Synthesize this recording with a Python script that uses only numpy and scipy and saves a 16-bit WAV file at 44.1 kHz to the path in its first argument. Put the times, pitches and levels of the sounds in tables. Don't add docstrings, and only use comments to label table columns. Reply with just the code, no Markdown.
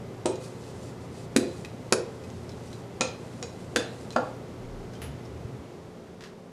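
import sys
import numpy as np
from scipy import signal
from scipy.fft import rfft, irfft, next_fast_len
from scipy.io import wavfile
from scipy.ndimage import uniform_filter1d, map_coordinates

SR = 44100
rng = np.random.default_rng(int(sys.argv[2]) if len(sys.argv) > 2 else 0)


def int16_out(signal):
    q = np.round(np.clip(np.atleast_2d(signal).T, -1, 1) * 32767)
    wavfile.write(sys.argv[1], SR, q.astype(np.int16))


N = 287526


def amp(db):
    return 10 ** (np.asarray(db) / 20)


def unit(x):
    return x / np.sqrt(np.mean(x ** 2) + 1e-20)


def burst(x):
    return x / np.sqrt(np.sum(x ** 2) / (.02 * SR) + 1e-20)


def along(points, hz):
    f, v = np.transpose(points)
    return np.interp(np.log(hz + 1), np.log(f + 1), v)


def wobble(rate):
    knots = rng.standard_normal(int(N * rate / SR) + 4)
    return map_coordinates(knots, [np.arange(N) * rate / SR])


def coloured(x, points, size=65536):
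    gain = amp(along(points, np.fft.rfftfreq(size, 1 / SR)))
    cepstrum = irfft(np.log(gain))
    cepstrum[1:size // 2] *= 2
    cepstrum[size // 2 + 1:] = 0
    response = irfft(np.exp(rfft(cepstrum)))[:size // 8]
    return signal.fftconvolve(x, response)[:len(x)]


def noise(points):
    m = next_fast_len(N)
    spectrum = rfft(rng.standard_normal(m))
    gain = amp(along(points, np.fft.rfftfreq(m, 1 / SR)))
    return unit(irfft(spectrum * gain, m)[:N])


def fade(t60):
    return np.exp(-np.log(1000) * np.arange(SR // 2) / SR / t60)


def dying(start_s, db_per_s):
    return amp(-db_per_s * np.maximum(np.arange(N) / SR - start_s, 0))


def even(x, size):
    spectrum = rfft(x, SR)
    envelope = uniform_filter1d(np.abs(spectrum), size=size)
    return irfft(spectrum / (envelope + 1e-9))[:SR // 2]


def ring(modes, scatter_db, blur):
    t, out = np.arange(SR // 2) / SR, 0
    for k, (hz, db, t60) in enumerate(modes):
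        steps = np.sqrt(2 * np.pi * blur * hz / SR) * rng.standard_normal(len(t))
        drift = uniform_filter1d(np.cumsum(steps), size=48)
        strength = (-1) ** k * amp(db + scatter_db * rng.normal())
        out = out + strength * fade(t60) * np.sin(2 * np.pi * hz * t + drift)
    return burst(out)


def nearest(modes, hz):
    return min(modes, key=lambda mode: abs(mode[0] - hz))


def standing_out(modes, favoured, blur):
    return sum(amp(db) * ring([nearest(modes, hz)], scatter_db=0, blur=blur) for hz, db in favoured)


# frequency in Hz, relative level in dB.
CONTACT_COLOUR = [(200, -57), (600, 5.5), (1500, -0.5), (3000, 3), (6000, -0.5), (9500, -7.5), (12000, -11),
                  (15000, -19.5)]


def crack(t60):
    chatter = fade(t60) * rng.standard_normal(SR // 2)
    chatter[0] += 4.5
    return burst(coloured(even(chatter, size=250), CONTACT_COLOUR))


# mean delay in seconds, gain as a plain factor.
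WALL_ECHOES = [(.0055, .2), (.0083, .38), (0.0122, .16), (0.0171, .14)]
# frequency in Hz, t60 in seconds before its slow build-up.
TAIL_T60 = [(150, 0.34), (400, 0.46), (1200, 0.39), (3500, 0.43), (8000, 0.23), (13000, 0.2)]
# frequency in Hz, relative level in dB.
TAIL_COLOUR = [(100, -8.5), (230, -0.5), (370, 3.5), (500, 4), (800, 2.5), (2000, -1.5), (6000, -0.5),
               (13000, -1)]


def kitchen(x, wet_db):
    hz, t, z = signal.stft(rng.standard_normal(SR // 2), SR, nperseg=256)
    decay = np.exp(-np.log(1000) * t / along(TAIL_T60, hz)[:, None])
    tail = signal.istft(z * decay, SR, nperseg=256)[1][:SR // 2]
    tail = even(tail * (1 - fade(0.029)), size=60)
    response = amp(wet_db) * coloured(tail / np.linalg.norm(tail), TAIL_COLOUR)
    response[0] += 1
    for delay, gain in WALL_ECHOES:
        shifted = delay + .00015 * rng.normal()
        response[int(shifted * SR)] += gain
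    return signal.fftconvolve(x, response)[:SR // 2]


def add(track, s, sound):
    part = track[round(s * SR):][:len(sound)]
    part += sound[:len(part)]


# frequency in Hz, relative level in dB.
RUMBLE_COLOUR = [(12, -62), (20, -22), (59, -12), (114, -1), (129, -15.5), (145, 3), (167, -8),
                 (221, -10.5), (320, -7.5), (420, -43), (700, -120)]
# frequency in Hz, relative level in dB.
RUSH_COLOUR = [(120, -28.5), (200, -1), (267, -2), (326, -13), (357, -1), (683, -9.5), (912, -14),
               (1260, -17.5), (1660, -22.5), (2090, -23), (2510, -26), (6650, -32.5), (13200, -44),
               (15000, -68)]
# frequency in Hz, level in dB before a shared 2 dB cut and a slight waver.
FAN_TONES = [(176, -51), (356, -56), (395, -57), (441, -55), (524, -59.5)]
RUMBLE_DB, RUSH_DB, DRONE_DB = -46.5, -44, -56
MAINS_DB, WHINE_DB = -47.5, -70
FADE_START_S, RUMBLE_FADE_DB_PER_S, RUSH_FADE_DB_PER_S = 5.39, 7.5, 5
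MAINS_STOP_S, MAINS_FADE_DB_PER_S = 5.4, 34


def hum():
    t = np.arange(N) / SR
    rumble = amp(RUMBLE_DB) * noise(RUMBLE_COLOUR)
    rush = amp(RUSH_DB) * noise(RUSH_COLOUR)
    drone = amp(DRONE_DB) * noise([(55, -60), (76, -10), (86, 31), (94, -22), (120, -60), (400, -120)])
    mains = amp(MAINS_DB) * np.sin(2 * np.pi * 120 * t + 0.11 * wobble(4.75))
    whine = amp(WHINE_DB) * np.sin(2 * np.pi * 2035 * t + 0.57 * wobble(40))
    fan = np.zeros(N)
    for hz, db in FAN_TONES:
        level = amp(db - 2.0 + 1.1 * wobble(9.4))
        fan += level * np.sin(2 * np.pi * hz * t + 0.48 * wobble(10))
    low = (rumble + drone) * dying(FADE_START_S, RUMBLE_FADE_DB_PER_S)
    high = rush * dying(FADE_START_S, RUSH_FADE_DB_PER_S)
    tones = fan + (mains + whine) * dying(MAINS_STOP_S, MAINS_FADE_DB_PER_S)
    return low + high + np.sqrt(2) * tones


# centre in seconds, frequency in Hz, peak level in dB,
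# time in seconds from the centre until the swell is down to 1/e.
LOW_BUMPS = [(4.752, 34.5, -40, 0.12), (5.08, 75.4, -38.5, 0.094), (5.1, 141.5, -38, 0.059),
             (5.368, 74.5, -40, 0.062), (5.456, 101, -29, 0.007), (5.462, 197, -39, 0.0094),
             (5.536, 128, -38, 0.043), (5.6, 84.5, -40, 0.015)]


def low_bumps():
    out, t = np.zeros(N), np.arange(N) / SR
    for s, hz, db, length in LOW_BUMPS:
        swell = amp(db) * np.exp(-((t - s) / length) ** 2)
        out += swell * np.sin(2 * np.pi * hz * (t - s) + wobble(25))
    return out


def bright_tink():
    tink = ring([(10170, -3, 0.13), (10560, 1, 0.068), (12550, -6, 0.048)], scatter_db=3, blur=0.0069)
    colour = [(500, -15), (1600, 5.0), (3000, 0.5), (5500, -7.0), (9000, -2.5), (13500, 5), (15000, -8)]
    tap = coloured(crack(t60=0.015), colour)
    out = np.zeros(N)
    add(out, 5.018, kitchen(amp(-54.5) * tink + amp(-47.0) * tap, wet_db=5.5))
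    return out


# start in seconds, level in dB before colouring and room.
SCUFF_CATCHES = [(6.208, -53), (6.222, -54.5), (6.238, -50.5), (6.258, -57), (6.273, -61)]


def scuff():
    colour = [(700, -4), (1350, 6.5), (1750, 10.0), (2300, 0.5), (5000, 0.5), (11000, -7.5)]
    out = np.zeros(N)
    for s, db in SCUFF_CATCHES:
        add(out, s, amp(db) * kitchen(coloured(crack(t60=0.043), colour), wet_db=-3.5))
    return out


# time of greatest speed in seconds,
# time in seconds from there until the stroke is down 17 dB, level in dB of the bare grains at the peak.
FLOUR_STROKES = [(0.465, 0.092, -53.5), (0.685, 0.29, -58), (0.855, 0.096, -57.5), (1.033, 0.044, -60),
                 (1.187, 0.11, -56.5), (1.53, 0.21, -56), (2.3, 0.92, -63.5), (2.705, 0.14, -57.5),
                 (3.336, 0.4, -61), (3.617, 0.086, -60.5), (4.023, 0.49, -60)]
# frequency in Hz, relative level in dB.
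FLOUR_COLOUR = [(1500, -10), (4000, 4.5), (7500, 4.5), (10000, -0.5), (14000, -20)]
# frequency in Hz, relative level in dB, t60 in seconds when ungripped.
PIN_MODES = [(952, 8, 0.06), (1150, 1, 0.0096), (1382, 5, 0.08), (1560, 12, 0.027), (2000, -11, 0.045),
             (2507, 17, 0.068), (3170, -23, 0.049), (3530, -24, 0.19), (4050, -1, 0.043), (4690, 4, 0.11),
             (5410, -43, 0.012), (6710, 12, 0.0083), (8030, -6, 0.026), (8290, 7, 0.0042),
             (9690, -17, 0.02)]
PIN_BLUR = 0.012
GRAIN_DB, GRAINS_PER_S = -6, 750
GRIP_DB, GRIP_PER_S = 1.5, 45
BARREL_DB = -11.5


def rolling():
    t = np.arange(N) / SR
    power = np.zeros(N)
    for s, length, db in FLOUR_STROKES:
        power += (amp(db) * np.exp(-2 * ((t - s) / length) ** 2)) ** 2
    speed = np.sqrt(power)
    crushed = (rng.random(N) < GRAINS_PER_S / SR) * rng.standard_normal(N)
    crunch = amp(GRAIN_DB) * unit(coloured(crushed, FLOUR_COLOUR))
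    pressure = amp(GRIP_DB * wobble(GRIP_PER_S))
    grains = pressure * (noise(FLOUR_COLOUR) + crunch)
    barrel = signal.fftconvolve(grains, ring(PIN_MODES, scatter_db=0, blur=PIN_BLUR))[:N]
    return speed * (unit(grains) + amp(BARREL_DB) * unit(barrel))


# start in seconds, level in dB before the room,
# frequency in Hz near the pin's mode favoured, t60 in seconds of the rattle before colouring.
LIGHT_TICKS = [(0.357, -52.5, 6650, 0.028), (0.638, -59, 4040, 0.05), (2.238, -57, 2470, 0.052),
               (2.302, -57, 6650, 0.02), (2.4932, -52.5, 5330, 0.02), (2.518, -56, 4040, 0.045),
               (2.73, -50.5, 4040, 0.03), (4.106, -47.5, 4040, 0.0066), (4.125, -54, 6650, 0.02),
               (4.1305, -52, 2470, 0.017), (4.935, -54.5, 1530, 0.05), (4.9516, -57, 3230, 0.06),
               (5.2527, -59.5, 5330, 0.05)]
TICK_TONE_DB = -1.5


def axle_ticks():
    colour = [(800, -6), (2500, -11), (4800, -5.0), (7000, -6), (12000, -13)]
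    out = np.zeros(N)
    for s, db, hz, rattle_s in LIGHT_TICKS:
        rattle = burst(coloured(crack(t60=rattle_s), colour))
        tone = standing_out(PIN_MODES, [(hz, TICK_TONE_DB)], PIN_BLUR)
        add(out, s, amp(db) * kitchen(burst(rattle + tone), wet_db=-6.0))
    return out


# frequency in Hz, relative level in dB, t60 in seconds.
COUNTER_MODES = [(137, -1, 0.26), (240, 9, 0.055), (283.6, 4.5, 0.13), (356, -7, 0.18), (383.4, -2, 0.12),
                 (464, 2.5, 0.075), (515, 0.5, 0.14), (607, 7.5, 0.065)]
# frequency in Hz, relative level in dB.
PUSH_COLOUR = [(60, -16.5), (200, -3), (520, -4), (900, -16.5), (3000, -29)]
# frequency in Hz, gain in dB.
THUD_HIGH_PASS = [(30, -32), (80, -18), (150, -6), (220, 0)]
COUNTER_BLUR = 0.008
PUSH_DB = -1
LIFT_DB = -0.5


def thud(db, centre_hz, favoured):
    shove = even(fade(0.025) * rng.standard_normal(SR // 2), size=50)
    push = burst(coloured(shove, PUSH_COLOUR))
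    counter = ring(COUNTER_MODES, scatter_db=0.5, blur=COUNTER_BLUR)
    cushion = [(50, -20), (0.71 * centre_hz, -1), (1.53 * centre_hz, 0), (2 * centre_hz, -7), (4000, -50)]
    body = burst(coloured(counter + amp(PUSH_DB) * push, cushion))
    lifted = amp(LIFT_DB) * standing_out(COUNTER_MODES, favoured, COUNTER_BLUR)
    return coloured(amp(db) * body + lifted, THUD_HIGH_PASS)


# frequency in Hz, relative level in dB, t60 in seconds.
AXLE_MODES = [(2480, -7, 1), (4060, 4, 0.59)]
# (Hz, dB before the top cut and the room).
PIN_LANDINGS = [(0.2586, -27.5, 365, [(355, -27.5), (395, -28), (458, -29)],
                -31.5, -34, -38, -34.5, -50, 9800, 0.9, -3, [(910, -39.5), (1130, -41), (2470, -56),
                (4040, -49), (8600, -41)]), (1.364, -26, 292, [(240, -23), (295, -28), (355, -24),
                (395, -28.5)], -24.5, -20.5, -31.5, -28, -47.5, 11500, 0.31, -7, [(1130, -39), (1365, -42),
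                (2470, -39), (3230, -39), (4040, -37), (4640, -39), (6650, -34), (8050, -36),
                (9700, -37.5)]), (1.648, -57, 310, [],
                -50, -49, -45.5, -48.5, -65, 12000, 0.3, -8, [(2130, -50), (2470, -45), (4040, -55.5)]),
                (1.9250, -33.5, 403, [(240, -27), (355, -33.5), (395, -31), (458, -26), (515, -35)],
                -24, -16.5, -33.5, -23, -60, 10400, 0.27, -9.5, [(1365, -39), (2470, -33.5), (4640, -34.5),
                (5330, -29.5), (6650, -31), (9700, -33.5)]), (3.0097, -32, 332, [(240, -27.5), (355, -39),
                (515, -35.5)], -25, -28.5, -29.5, -31, -47.5, 9140, 0.82, -3, [(1365, -35.5), (2470, -31),
                (4040, -40), (6650, -33), (8600, -41.5)]), (3.4276, -46, 417, [(458, -41.5)],
                -42, -42, -50, -45, -58, 10000, 0.79, -5, [(2470, -52), (4040, -49), (4640, -54),
                (5330, -45.5), (6650, -45.5)]), (3.761, -28, 327, [(295, -36), (458, -35.5)],
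                -26.5, -25, -27.5, -27.5, -47, 11200, 0.8, -4, [(1530, -28), (2470, -35.5), (3585, -38),
                (4640, -39.5), (6650, -40)]), (4.163, -31.5, 454, [(240, -29.5), (515, -29), (615, -35)],
                -17.5, -18.5, -40.5, -48, -70, 9450, 0.77, -4, [(1365, -28), (2130, -44), (3585, -54),
                (4640, -48), (6650, -51.5)])]
AXLE_BLUR = 0.006
RING_DB = -12
TOP_CUT_DB = 61
THUD_WET_DB = -3


def pin_blows():
    out = np.zeros(N)
    for (s, thud_db, thud_hz, counter_favoured, hollow_db, knock_db, clack_db, click_db,
         axle_db, top_hz, free, room_db, pin_favoured) in PIN_LANDINGS:
        landing = thud(thud_db, thud_hz, counter_favoured)
        add(out, s - .0022, kitchen(landing, wet_db=THUD_WET_DB))
        gripped = [(hz, db, free * t60) for hz, db, t60 in PIN_MODES]
        wood = crack(t60=0.018) + amp(RING_DB) * ring(gripped, scatter_db=2.5, blur=PIN_BLUR)
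        hardness = [(150, hollow_db - 2.5), (750, hollow_db), (1500, knock_db),
                    (2800, clack_db), (4600, clack_db), (6500, click_db)]
        tones = standing_out(gripped, pin_favoured, PIN_BLUR)
        axle = amp(axle_db) * ring(AXLE_MODES, scatter_db=5, blur=AXLE_BLUR)
        top_cut = [(top_hz, 0), (2 * top_hz, -TOP_CUT_DB)]
        clack = coloured(coloured(wood, hardness) + tones + axle, top_cut)
        add(out, s, kitchen(clack, wet_db=room_db))
    return out


def scene():
    background = hum() + low_bumps() + bright_tink() + scuff()
    pin = rolling() + axle_ticks() + pin_blows()
    return background + pin * amp([[-.2], [.2]])


TOP_HZ = 15200


def record(dry):
    m = next_fast_len(N + SR // 2)
    kept = np.fft.rfftfreq(m, 1 / SR) < TOP_HZ
    return irfft(rfft(dry, m) * kept, m)[:, :N]


dry = scene()
out = record(dry)
int16_out(out)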